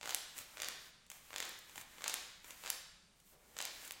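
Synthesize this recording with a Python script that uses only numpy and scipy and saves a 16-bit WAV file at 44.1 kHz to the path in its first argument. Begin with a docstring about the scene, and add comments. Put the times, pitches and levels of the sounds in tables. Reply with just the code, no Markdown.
"""Tight, shiny leather creaks under two stroking hands, heard up close in a bare, ringing room.
The creak is stick-slip friction: where skin grips, the leather moves in a run of separate slips
and lets go with a snap. Sliding friction gives a fine hiss under gliding skin and a dull rub under
the palm. Hands press down with soft thuds; fingertips and nails tap as they land again.
The hard walls reverberate over a quiet rumble."""
import sys
import numpy as np
from scipy import signal
from scipy.fft import rfft, irfft, next_fast_len
from scipy.io import wavfile

SR = 44100
rng = np.random.default_rng(int(sys.argv[2]) if len(sys.argv) > 2 else 0)


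def inscribe(sig):
    """Save sig as 16-bit PCM at rate SR to the path in sys.argv[1].

    A 1-D sig is mono; a 2-D sig holds one channel per row.
    Samples are clipped to [-1, 1] before scaling.
    """
    pcm = np.round(np.clip(np.atleast_2d(sig).T, -1, 1) * 32767)
    wavfile.write(sys.argv[1], SR, pcm.astype(np.int16))


N = 176400

# spectrum of slipping leather: frequency_hz, gain_db
CREAK_SPECTRUM = [(60, -30.5), (170, -17.5), (290, -12), (430, -5), (700, -4.5), (1100, -3), (1700, -0.5),
                  (3000, 0), (5000, -5), (7200, -1), (9500, -11.5), (15500, -19.5)]


def amp(db):
    """Amplitude ratio of a level in decibels."""
    return 10 ** (np.asarray(db) / 20)


def unit(x):
    """Normalisation to rms 1."""
    return x / np.sqrt(np.mean(x ** 2) + 1e-20)


def along(points, hz):
    """Interpolation of (frequency_hz, value) points on a logarithmic frequency axis."""
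    frequencies, values = np.transpose(points)
    return np.interp(np.log(hz + 1), np.log(frequencies), values)


def gains(spectrum, tilt, size):
    """Magnitude response on an FFT grid; tilt (dB per octave) acts above 1 kHz and pivots at 4 kHz."""
    hz = np.fft.rfftfreq(size, 1 / SR)
    octaves = np.log2(np.maximum(hz, 1000) / 4000)
    return amp(along(spectrum, hz) + tilt * octaves)


def coloured(x, spectrum, tilt=0):
    """Source and filter: x shaped by a spectrum, at rms 1."""
    return unit(irfft(rfft(x) * gains(spectrum, tilt, len(x)), len(x)))


def add(track, start_s, x):
    """Superposition: x joins the track at start_s."""
    part = track[max(round(start_s * SR), 0):][:len(x)]
    part += x[:len(part)]


def pulse(spectrum, tilt, size=1024):
    """Minimum phase: folding the cepstrum gives the sharpest causal pulse with this spectrum."""
    cepstrum = irfft(np.log(gains(spectrum, tilt, size)))
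    cepstrum[1:size // 2] *= 2
    cepstrum[size // 2 + 1:] = 0
    return irfft(np.exp(rfft(cepstrum)))


def grains(per_s, spread_db):
    """Shot noise: one second of tiny catches, random in time, strength and sign, at rms 1."""
    hits = rng.random(SR) < per_s / SR
    strength = amp(spread_db * np.clip(rng.standard_normal(SR), -2, 2))
    return unit(hits * strength * rng.choice([-1, 1], SR))


def stroke(length_s, exponent):
    """Speed envelope of a hand: one arch, flatter for a smaller exponent."""
    phase = np.linspace(0, np.pi, max(int(length_s * SR), 2))
    return np.abs(np.sin(phase)) ** exponent


def swells(moves, spectrum):
    """Amplitude modulation: filtered noise rises and falls with the speed of the hand."""
    out = np.zeros(N)
    for start_s, length_s, level_db in moves:
        speed = stroke(length_s, exponent=0.42)
        noise = coloured(rng.standard_normal(SR), spectrum)
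        add(out, start_s, amp(level_db) * speed * noise[:len(speed)])
    return out


def clicks(contacts, spectrum, flutter_t60_s, flutter_db):
    """Impulse excitation: a sharp pulse, then the sheet flutters with energy flutter_db relative to it."""
    out, t = np.zeros(N), np.arange(SR // 32) / SR
    for start_s, level_db, tilt in contacts:
        force = rng.standard_normal(len(t)) * amp(-60 * t / flutter_t60_s)
        force *= amp(flutter_db) / np.linalg.norm(force)
        force[0] = 1  # the impulse ahead of the flutter
        force /= np.linalg.norm(force)
        add(out, start_s, amp(level_db) * signal.fftconvolve(force, pulse(spectrum, tilt)))
    return out


def rumble():
    """Ambient noise: steady, quiet and strongest in the bass."""
    # spectrum of the background: frequency_hz, gain_db
    spectrum = [(20, -8), (40, -2.5), (65, -8.5), (120, -13), (170, -8.5), (300, -20), (1000, -22.5),
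                (4000, -29), (9000, -25.5), (16000, -47)]
    return amp(-71) * coloured(rng.standard_normal(N), spectrum)


def room(x, build_s=0.0034):
    """Reverberation: dense reflections from hard walls decay exponentially, the high treble first."""
    # reverberation time: frequency_hz, t60_s
    decay_times = [(200, 0.63), (530, 0.78), (1400, 0.96), (3700, 1.007), (7000, 0.78), (10000, 0.52),
                   (15000, 0.43)]
    # spectrum of the reflections: frequency_hz, gain_db
    spectrum = [(100, -2.5), (500, 0.5), (1500, -2.5), (3000, -3.5), (4500, 1), (7200, -6), (10000, -4.5),
                (15000, -8)]
    hz, t, bands = signal.stft(rng.standard_normal(SR * 3 // 2), SR, nperseg=256)
    decay = amp(-60 * t / along(decay_times, hz)[:, None])
    tail = signal.istft(bands * decay, SR, nperseg=256)[1]
    tail *= 1 - np.exp(-np.arange(len(tail)) / SR / build_s)
    tail /= np.linalg.norm(tail)
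    tail = irfft(rfft(tail) * gains(spectrum, 0, len(tail)))
    return signal.fftconvolve(x, tail[:SR])[:N]


def presses():
    """Soft contact: a hand pressing down loads the leather slowly, so the thud is low."""
    # presses of a hand: start_s, length_s, level_db
    moves = [(.03, 0.12, -71.5), (.365, 0.052, -69), (.6, .25, -75), (1.75, 0.075, -71)]
    # spectrum of a thud: frequency_hz, gain_db
    spectrum = [(20, -19), (45, -6), (85, -7), (140, -3), (300, -15), (1000, -57)]
    return swells(moves, spectrum)


def palm():
    """Friction over a broad, soft contact: the flat palm rubs with a dull noise."""
    # rubs of the palm: start_s, length_s, level_db
    moves = [(3.315, 0.056, -68), (3.348, 0.55, -71)]
    # spectrum of the rubbing: frequency_hz, gain_db
    spectrum = [(100, -12), (250, -8), (450, 1), (900, -7), (2000, -11), (5000, -25), (15000, -30)]
    return swells(moves, spectrum)


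def glides(ease_s=0.06):
    """Sliding friction: lightly moving skin makes a grainy hiss that follows its speed."""
    # glides of the skin: start_s, length_s, level_db, tilt_db_per_octave
    moves = [(0, 0.14, -54, 3.5), (0.267, 0.089, -65, 1), (0.341, .11, -52, -0.5), (.41, 0.41, -59, -1),
             (.77, 0.15, -61.5, 0), (1.097, 0.11, -59, 0.5), (1.141, 0.51, -60, 0),
             (1.384, 0.15, -57, -2.5), (1.53, 0.21, -67.5, 1), (1.648, 0.15, -61.5, -1),
             (1.742, .1, -53, 0.5), (1.82, 0.54, -58.5, -1.5), (2.249, .22, -72, 0),
             (2.425, 0.14, -56, -0.5), (2.509, 0.34, -56.5, 0.5), (3.132, 0.13, -75, 0.5),
             (3.23, 0.14, -65, 2.5), (3.324, 0.61, -66, 0), (3.695, 0.16, -58, 0.5), (3.789, 0.13, -54, 0),
             (3.889, 0.13, -68, -6.5)]
    # spectrum of the hiss: frequency_hz, gain_db
    spectrum = [(60, -19), (200, -3.5), (500, -4), (1000, -0.5), (2200, 2), (4500, -5), (7300, 0.5),
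                (10000, -3.5), (14000, -1.5), (16000, -5)]
    out, ease = np.zeros(N), np.hanning(int(ease_s * SR))
    for start_s, length_s, level_db, tilt in moves:
        speed = signal.fftconvolve(stroke(length_s, exponent=0.88), ease / ease.sum())
        friction = rng.standard_normal(SR) + amp(-2) * grains(per_s=2900, spread_db=4.5)
        hiss = coloured(friction, spectrum, tilt)
        add(out, start_s - ease_s / 2, amp(level_db) * speed * hiss[:len(speed)])
    return out


def taps():
    """Impact: fingertips and nails land, and most of the energy goes into flutter of the sheet."""
    # landings: start_s, relative_level_db, tilt_db_per_octave
    landings = [(0.3677, -30, 2), (0.3799, -22.5, 3), (0.387, -20, 1.5), (1.065, -40, -0.8),
                (1.1012, -23, 0.5), (1.1157, -23.5, -1.2), (1.5892, -37.5, 6.5), (1.6959, -29, -3.2),
                (1.7577, -23.5, -2.5), (1.7789, -19.5, -3.8), (1.7822, -36, 3), (1.8125, -26, -1.5),
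                (2.4447, -27.5, -5), (2.5065, -23, -0.7), (3.2005, -41, 0.5), (3.8507, -27.5, 0.5),
                (3.8769, -27, 2.5), (3.9204, -26.5, 5.5)]
    # spectrum of a tap: frequency_hz, gain_db
    spectrum = [(50, -26), (130, -24), (300, -12.5), (700, -5.5), (1500, -3.5), (3000, 3.5), (5000, -5.5),
                (7200, 5), (9500, -2.5), (15500, -5)]
    return amp(1.5) * clicks(landings, spectrum, flutter_t60_s=0.022, flutter_db=9)


def snaps():
    """Elastic release: the stretched leather springs free with a short, bright pulse."""
    # releases: start_s, relative_level_db, tilt_db_per_octave
    releases = [(0.147, -5.5, 1), (0.6863, -11, -2), (1.4938, -27, 3), (2.1413, -8, -0.7),
                (2.7016, -16.5, 2.5), (2.7027, -6, 0.1), (3.6532, -14, 0.3), (3.909, -15.5, -3)]
    # spectrum of a snap: frequency_hz, gain_db
    spectrum = [(60, -32), (300, -16.5), (700, -15), (1500, -4.5), (3000, -1), (5000, -3.5), (7200, 2.5),
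                (9500, -1), (12500, 0), (15500, -5)]
    return amp(1) * clicks(releases, spectrum, flutter_t60_s=0.005, flutter_db=-8)


def grips():
    """Micro-slip: fine crackle between the big slips builds as the leather is stretched."""
    # pulls of a gripping hand: start_s, length_s, level_db
    pulls = [(0, 0.13, -49), (.55, .18, -55), (1.289, 0.19, -62), (1.98, 0.2, -50.5), (2.609, 0.108, -50.5),
             (3.535, .15, -50.5)]
    out = np.zeros(N)
    for start_s, length_s, level_db in pulls:
        speed = stroke(length_s, exponent=0.34)
        tension = np.linspace(0, 1, len(speed)) ** 0.8
        crackle = coloured(grains(per_s=800, spread_db=3.5), CREAK_SPECTRUM)
        add(out, start_s, amp(level_db) * speed * tension * crackle[:len(speed)])
    return out


def slips(recatch_range_s=(0.0005, 0.0025), recatch_db=-9):
    """Stick-slip friction: a gripped patch jerks loose, then at once catches again more weakly."""
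    # slips under the hand: start_s, relative_level_db, tilt_db_per_octave
    jerks = [(0.0125, -20, -2.5), (0.0305, -17, -0.8), (0.0409, -27, -6), (0.045, -28, -3),
             (0.0579, -13, -1), (0.0757, -14.5, -2.5), (0.0935, -11, 0.8), (0.0975, -20.5, -2),
             (0.1076, -11, 3), (0.1238, -21.5, -3.3), (0.5718, -20, -2.5), (0.5813, -22.5, -1.2),
             (0.5936, -27, -4), (0.6016, -13.5, -0.5), (0.6192, -11.0, -1), (0.6201, -11.5, 4.7),
             (0.6328, -11.5, -1.5), (0.6456, -12, 1), (0.661, -21, -2.5), (0.7081, -24.5, 2.5),
             (1.3061, -24.5, -3.5), (1.3311, -20, -3), (1.3411, -18.5, -3.5), (1.3615, -9.5, 0.7),
             (1.3824, -14, 4), (1.3834, -18, 2), (1.4031, -6, 1.5), (1.4264, -11.5, -1), (1.4534, -22.6, 8),
             (1.9834, -25, -2.5), (2.0087, -23, -5), (2.0208, -18.5, -1), (2.034, -35, -6),
             (2.0417, -8.5, 1), (2.061, -15, -4.3), (2.0654, -19, -4), (2.0795, -6, 4), (2.0811, -9.5, 1.2),
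             (2.0959, -23, 11), (2.0974, -10, 0.5), (2.1191, -30, 4), (2.6383, -22, -4),
             (2.6509, -25, -4.5), (2.6614, -13.5, -0.5), (2.6691, -17, -3.5), (2.6768, -15.5, 0.5),
             (3.5676, -18, -0.8), (3.5806, -24.5, 7), (3.5884, -10, 2.9), (3.6037, -12, -3),
             (3.605, -17.5, 0.2), (3.6145, -14.5, 5.5), (3.625, -14, 4)]
    delays_s = rng.uniform(*recatch_range_s, len(jerks))
    recatches = [(start_s + delay_s, level_db + recatch_db, tilt)
                 for (start_s, level_db, tilt), delay_s in zip(jerks, delays_s)]
    return amp(-0.4) * clicks(list(jerks) + recatches, CREAK_SPECTRUM, flutter_t60_s=0.009, flutter_db=-7)


def scene():
    """Superposition of the direct sound, its reverberation and the background rumble."""
    creak = grips() - slips()  # the slip pulses have inverted polarity
    snap, tap = snaps(), taps()
    rub = glides() + palm() + presses()
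    into_room = creak + amp(-2.5) * snap + amp(-3) * tap + amp(-4) * rub
    return (creak + snap + tap + rub + room(into_room) + rumble())[None]


def record(dry):
    """Band limiting: an ideal low-pass filter removes the highest treble."""
    size, cutoff_hz = next_fast_len(N + SR // 2), 16100
    passband = np.fft.rfftfreq(size, 1 / SR) < cutoff_hz
    return irfft(rfft(dry, size) * passband, size)[:, :N]


dry = scene()
out = record(dry)
inscribe(out)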